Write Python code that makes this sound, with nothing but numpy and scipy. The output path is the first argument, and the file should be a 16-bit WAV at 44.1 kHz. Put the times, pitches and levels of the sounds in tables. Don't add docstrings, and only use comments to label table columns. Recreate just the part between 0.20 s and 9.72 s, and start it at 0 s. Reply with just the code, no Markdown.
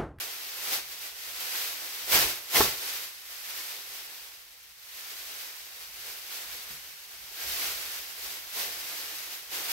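import sys
import numpy as np
from scipy import signal
from scipy.fft import rfft, irfft, next_fast_len
from scipy.io import wavfile
from scipy.ndimage import uniform_filter1d

SR = 44100
rng = np.random.default_rng(int(sys.argv[2]) if len(sys.argv) > 2 else 0)


def gain_from_db(level_db):
    decades = np.asarray(level_db, float) / 20
    return 10 ** decades


def generate_wav(signal):
    frames = np.transpose(np.atleast_2d(signal))
    scaled = np.clip(frames, -1, 1) * 32767
    pcm = np.round(scaled).astype(np.int16)
    wavfile.write(sys.argv[1], SR, pcm)


N = 419812
LONG = next_fast_len(N + SR, True)

# frequency in Hz, level in dB.
CREASE_SPECTRUM = [(150, -41), (280, -32), (450, -14.5), (1000, -6.5), (2000, -0.5), (4000, 0.5), (8000, 2),
                   (16000, 0)]
# frequency in Hz, level in dB.
SHEEN_SPECTRUM = [(3000, -35), (7000, -13.5), (9000, -3.5), (11000, -6), (16000, -11)]
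# frequency in Hz, level in dB.
FOLD_SPECTRUM = [(60, -21.5), (130, -14.5), (200, -11.5), (265, -13), (305, -4.5), (415, -1), (560, -2.5),
                 (750, 0.5), (1500, -6.5), (4000, -15), (16000, -43)]
# time in seconds, level in dB, slackness of large folds in dB.
DRAG = [(0.0, -45, 2.5), (0.4, -44.5, 2), (0.62, -51, -1.5), (0.95, -55.5, 0.5), (1.25, -44, -1.5),
        (1.85, -43, 0.5), (2.25, -48.5, 2), (2.95, -54, -1), (3.4, -46.5, -2), (4.02, -49.5, 3),
        (4.27, -56.5, 2.5), (4.58, -56, -2.5), (4.77, -46.5, -0.5), (5.15, -46.5, 0), (5.48, -53.5, 1),
        (6.8, -54.5, 1), (7.5, -46, -0.5), (9.52, -51.5, 3)]
# peak in seconds, peak level in dB, rise in seconds, fall in seconds.
UNFOLD = [
    (0.0, -39, .05, 0.074),
    (0.475, -40, 0.11, .04),
    (0.535, -31.5, 0.072, 0.04),
    (0.713, -43, 0.083, 0.045),
    (0.838, -41, .08, 0.059),
    (1.04, -43.5, 0.13, 0.073),
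    (1.2, -41.5, .1, 0.054),
    (1.37, -36.5, 0.19, 0.15),
    (1.63, -48, .1, 0.072),
    (1.746, -48.5, 0.038, 0.089),
]
# peak in seconds, peak level in dB, rise in seconds, fall in seconds.
SHAKE = [
    (1.92, -28, 0.025, 0.056),
    (1.952, -23.5, 0.043, 0.062),
    (2.025, -31, .05, 0.036),
    (2.085, -36.5, 0.036, .08),
    (2.357, -22.5, 0.029, 0.088),
    (2.42, -37, .04, 0.058),
]
# peak in seconds, peak level in dB, rise in seconds, fall in seconds.
SPREAD_AND_DRAPE = [(2.62, -42, 0.088, 0.17), (2.74, -39.5, 0.2, 0.11), (2.83, -45, 0.053, 0.082),
                    (3.1, -47, 0.13, 0.22), (3.3, -44, .1, .05), (3.367, -43, 0.052, 0.12), (3.48, -45.5, 0.1, 0.15),
                    (3.756, -47, 0.15, 0.11), (5.19, -47.5, 0.09, 0.37), (5.59, -47.5, 0.1, .15),
                    (5.787, -48.5, .1, .08), (5.877, -44, .1, 0.15),
                    (6.12, -42.5, 0.1, 0.31), (6.356, -44.5, 0.12, 0.099), (6.505, -46.5, 0.067, 0.13),
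         (6.715, -52, 0.14, 0.096), (6.914, -51.5, 0.27, 0.078), (7.024, -54, 0.073, .12),
         (7.195, -41.5, 0.067, 0.21), (7.308, -40.5, 0.11, .12), (7.408, -36, .1, 0.18),
         (7.6, -48, .1, .15), (7.728, -40.5, .12, 0.092), (8.042, -40, 0.077, 0.037),
         (8.11, -45.5, .08, 0.21), (8.35, -41, 0.024, .1), (8.39, -35.5, 0.048, .12),
         (8.52, -44.5, 0.088, .3), (8.745, -43, 0.19, 0.34), (8.985, -45.5, 0.33, 0.084),
         (9.12, -44.5, 0.11, 0.075), (9.318, -38.5, 0.025, .25), (9.44, -44.5, 0.074, .1),
         (9.518, -34, 0.055, .1)]
# start in seconds, peak
# level in dB, pitch in Hz, T60 in seconds.
SNAPS = [(2.358, -10, 2040, 0.014), (2.36, -19.5, 2900, .01), (2.36, -17, 1120, 0.015),
         (2.368, -11, 2130, 0.014), (2.398, -28.5, 70, 0.13), (2.405, -10, 411, 0.047),
         (2.405, -13, 845, 0.04), (2.409, -17.5, 690, 0.03), (2.41, -16, 1110, 0.04),
         (7.175, -45, 1620, .2), (7.21, -43, 1610, .2)]
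# start in seconds, peak level in dB, pitch in Hz, T60 in seconds.
THUDS = [(1.925, -38.5, 72, 0.23), (1.94, -37.5, 193, 0.18), (1.99, -44, 131.6, 0.28),
         (2.03, -42, 55.3, 0.26), (2.36, -44, 238, .15), (2.34, -40, 133.5, 0.21), (2.47, -44, 55, .15),
         (2.42, -38, 137, 0.24), (6.31, -63, 59, 0.18), (6.495, -52, 147.5, 0.22), (6.5, -52, 227, .15),
         (6.99, -62, 54, .2), (7.02, -65.5, 147, .15), (7.25, -47, 57.4, .25)]
# frequency in Hz, T60 in seconds.
GARAGE_T60 = [(100, 0.39), (500, 0.26), (2000, 0.24), (6000, 0.23), (16000, 0.14)]
# frequency in Hz, correlation from 0 to 1.
LIKENESS = [(60, 0.95), (150, 0.63), (300, 0.73), (500, 0.64), (900, 0.14), (2000, 0.29), (5000, 0.14),
            (15000, 0)]
# frequency in Hz, level in dB.
RUMBLE_SPECTRUM = [(15, -36), (38, -4.5), (58, 3.5), (85, -13.5), (110, -16), (135, -8.5), (220, -21.5),
                   (500, -37), (16000, -59)]
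# peak in seconds, peak level in dB, rise in seconds, fall in seconds.
GUSTS = [(0.6, -67, .1, 0.33), (1.11, -67, .1, .1), (1.96, -52, 0.055, 0.09), (2.07, -50, .1, 0.046),
         (2.41, -48, 0.024, 0.059), (5.81, -63, .15, 0.12), (6.35, -62, .1, .04),
         (6.52, -61.5, 0.063, 0.16), (7.03, -64, .08, .1), (7.31, -61, .1, .07), (7.5, -60, .12, 0.32),
         (8.06, -63, .08, .08), (8.24, -66, .08, .08), (8.43, -66, .1, .3), (9.39, -67, .2, .05)]
# frequency in Hz, gain in dB.
LEFT_PORT = [(60, 2.5), (1000, 3), (2500, 5), (5000, 5), (6300, 1), (7200, -9.5), (8200, -29), (9000, -23),
             (9800, -28), (11000, -7), (13300, 0.5), (14700, -10), (16000, 10)]
# frequency in Hz, gain in dB.
RIGHT_PORT = [(60, 2), (1000, 2), (2200, 2.5), (4000, -0.5), (7000, -0.5), (8300, 1), (9300, -1.5),
              (10300, 1), (12000, 6.5), (13500, 6), (14400, 3.5), (16000, -1)]


def sheet(patches=16):
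    gestures = UNFOLD + SHAKE + SPREAD_AND_DRAPE
    tremor_db = 0.4 * wander(hz=12)
    level_db = swells(control(DRAG), gestures) + tremor_db
    effort_db = level_db + 45

    crease = gain_from_db(level_db + 5) * buckles(per_s=9000, spread_db=3.5, clump_db=0.71)
    sheen = crease * (gain_from_db(-0.5 + 0.1044 * effort_db) - 1)
    fold_db = level_db - 2.5 + 0.3349 * effort_db + control(DRAG, column=2)
    fold = gain_from_db(fold_db) * buckles(per_s=2500, spread_db=4.0, clump_db=2.0)
    clicks = np.array([crease, sheen, fold])

    lead_in = clicks[:, 5999::-1]
    clicks = np.hstack([clicks, np.zeros((3, LONG - N - 6000)), lead_in])

    colours = np.array([response(CREASE_SPECTRUM), response(SHEEN_SPECTRUM), response(FOLD_SPECTRUM)])
    patch = rng.integers(0, patches, LONG)
    heard = 0
    for k in range(patches):
        radiated = (rfft(clicks * (patch == k), LONG) * colours).sum(0)
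        heard = heard + radiated * paths(wet_db=7.0)
    return irfft(heard, LONG)[:, :N]


def buckles(per_s, spread_db, clump_db):
    size = gain_from_db(spread_db * np.minimum(rng.exponential(1, N), 4))
    chance = rng.uniform(-1, 1, N)
    clicks = np.sign(chance) * (abs(chance) < per_s / SR)
    return evened(clicks * size * gain_from_db(clump_db * wander(hz=30)))


def snaps():
    return garage(knocks(SNAPS, rise_s=0.00068, gain_db=-3.7), wet_db=-9.0)


def thuds():
    return knocks(THUDS, rise_s=0.025, gain_db=2.5)


def knocks(rows, rise_s, gain_db):
    out = np.zeros(N)
    t = np.arange(SR // 2) / SR
    onset = 1 - np.exp(-t / rise_s)
    for s, db, hz, t60 in rows:
        ring = np.sin(2 * np.pi * hz * t) + 0.55 * np.sin(2 * np.pi * 1.6 * hz * t)
        knock = gain_from_db(db + gain_db - 60 * t / t60) * onset * ring
        part = out[round(s * SR):][:len(t)]
        part += knock[:len(part)]
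    return out


def garage(x, wet_db):
    return irfft(rfft(x, LONG) * paths(wet_db), LONG)[:, :N]


def paths(wet_db):
    frames, hop = 130, 128
    hz, spectra = diffuse_pair(frames)
    frame_s = np.arange(frames) * hop / SR
    spectra = spectra * gain_from_db(-60 * frame_s / read(GARAGE_T60, hz)[:, None])
    tail = signal.istft(spectra, nperseg=512, noverlap=384)[1]
    tail = tail * gain_from_db(wet_db) / np.linalg.norm(tail[0])
    path = np.pad(tail, ((0, 0), (150, 0)))
    path[[0, 1], rng.integers(0, 18, 2)] += 1
    path[1] = np.roll(path[1], 3)
    return rfft(path, LONG) / np.sqrt(1 + gain_from_db(2 * wet_db))


def diffuse_pair(frames):
    hz = np.fft.rfftfreq(512, 1 / SR)
    a, b, c, d = rng.standard_normal((frames, len(hz), 4)).T
    left, other = a + 1j * b, c + 1j * d
    same = np.clip(read(LIKENESS, hz), 0, 1)[:, None]
    return hz, np.array([left, same * left + np.sqrt(1 - same ** 2) * other])


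def rumble():
    common, apart = rng.standard_normal(N), rng.standard_normal((2, N))
    low = evened(colour(common + 0.47 * apart, RUMBLE_SPECTRUM))
    power = (low ** 2).mean(0)
    power = uniform_filter1d(uniform_filter1d(power, size=2500), size=2500)
    steady = evened(low / (abs(power) + 0.05) ** 0.18)
    calm_db, limit_db = -73.5, -56
    air_db = np.minimum(swells(np.full(N, calm_db), GUSTS), limit_db)
    return gain_from_db(air_db - 3.0) * steady


def swells(bed_db, rows):
    t = np.arange(0, N, 64) / SR
    power = gain_from_db(2 * bed_db[::64])
    for s, db, rise, fall in rows:
        drop_db = 10 * np.maximum((s - t) / rise, (t - s) / fall)
        power = power + gain_from_db(2 * (db - drop_db))
    return np.interp(np.arange(N) / SR, t, 10 * np.log10(power))


def control(rows, column=1):
    rows = np.array(rows)
    return np.interp(np.arange(N) / SR, rows[:, 0], rows[:, column])


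def wander(hz):
    return evened(signal.lfilter(*signal.butter(2, hz, fs=SR), rng.standard_normal(N)))


def evened(x):
    return x / np.sqrt(np.mean(x ** 2) + 1e-20)


def read(points, hz):
    f, value = np.transpose(points)
    return np.interp(np.log(hz + 1), np.log(f + 1), value)


def response(points):
    hz = abs(np.fft.fftfreq(8192, 1 / SR))
    log_gain = np.log(gain_from_db(read(points, hz)))
    impulse = np.fft.ifft(np.exp(np.conj(signal.hilbert(log_gain)))).real
    return rfft(impulse[:4096], LONG)


def colour(x, points):
    return irfft(rfft(x, LONG) * response(points), LONG)[..., :N]


def scene():
    return sheet() + snaps() + thuds() + rumble()


def roll_off(x):
    return signal.sosfilt(signal.butter(12, 17060, fs=SR, output="sos"), x)


def record(dry):
    ports = np.vstack([colour(dry[0], LEFT_PORT), colour(dry[1], RIGHT_PORT)])
    edge = signal.firwin(3071, 15790, window=("kaiser", 11), fs=SR)
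    mix = signal.oaconvolve(ports, edge[None], "same")
    return roll_off(mix)


dry = scene()
out = record(dry)
generate_wav(out)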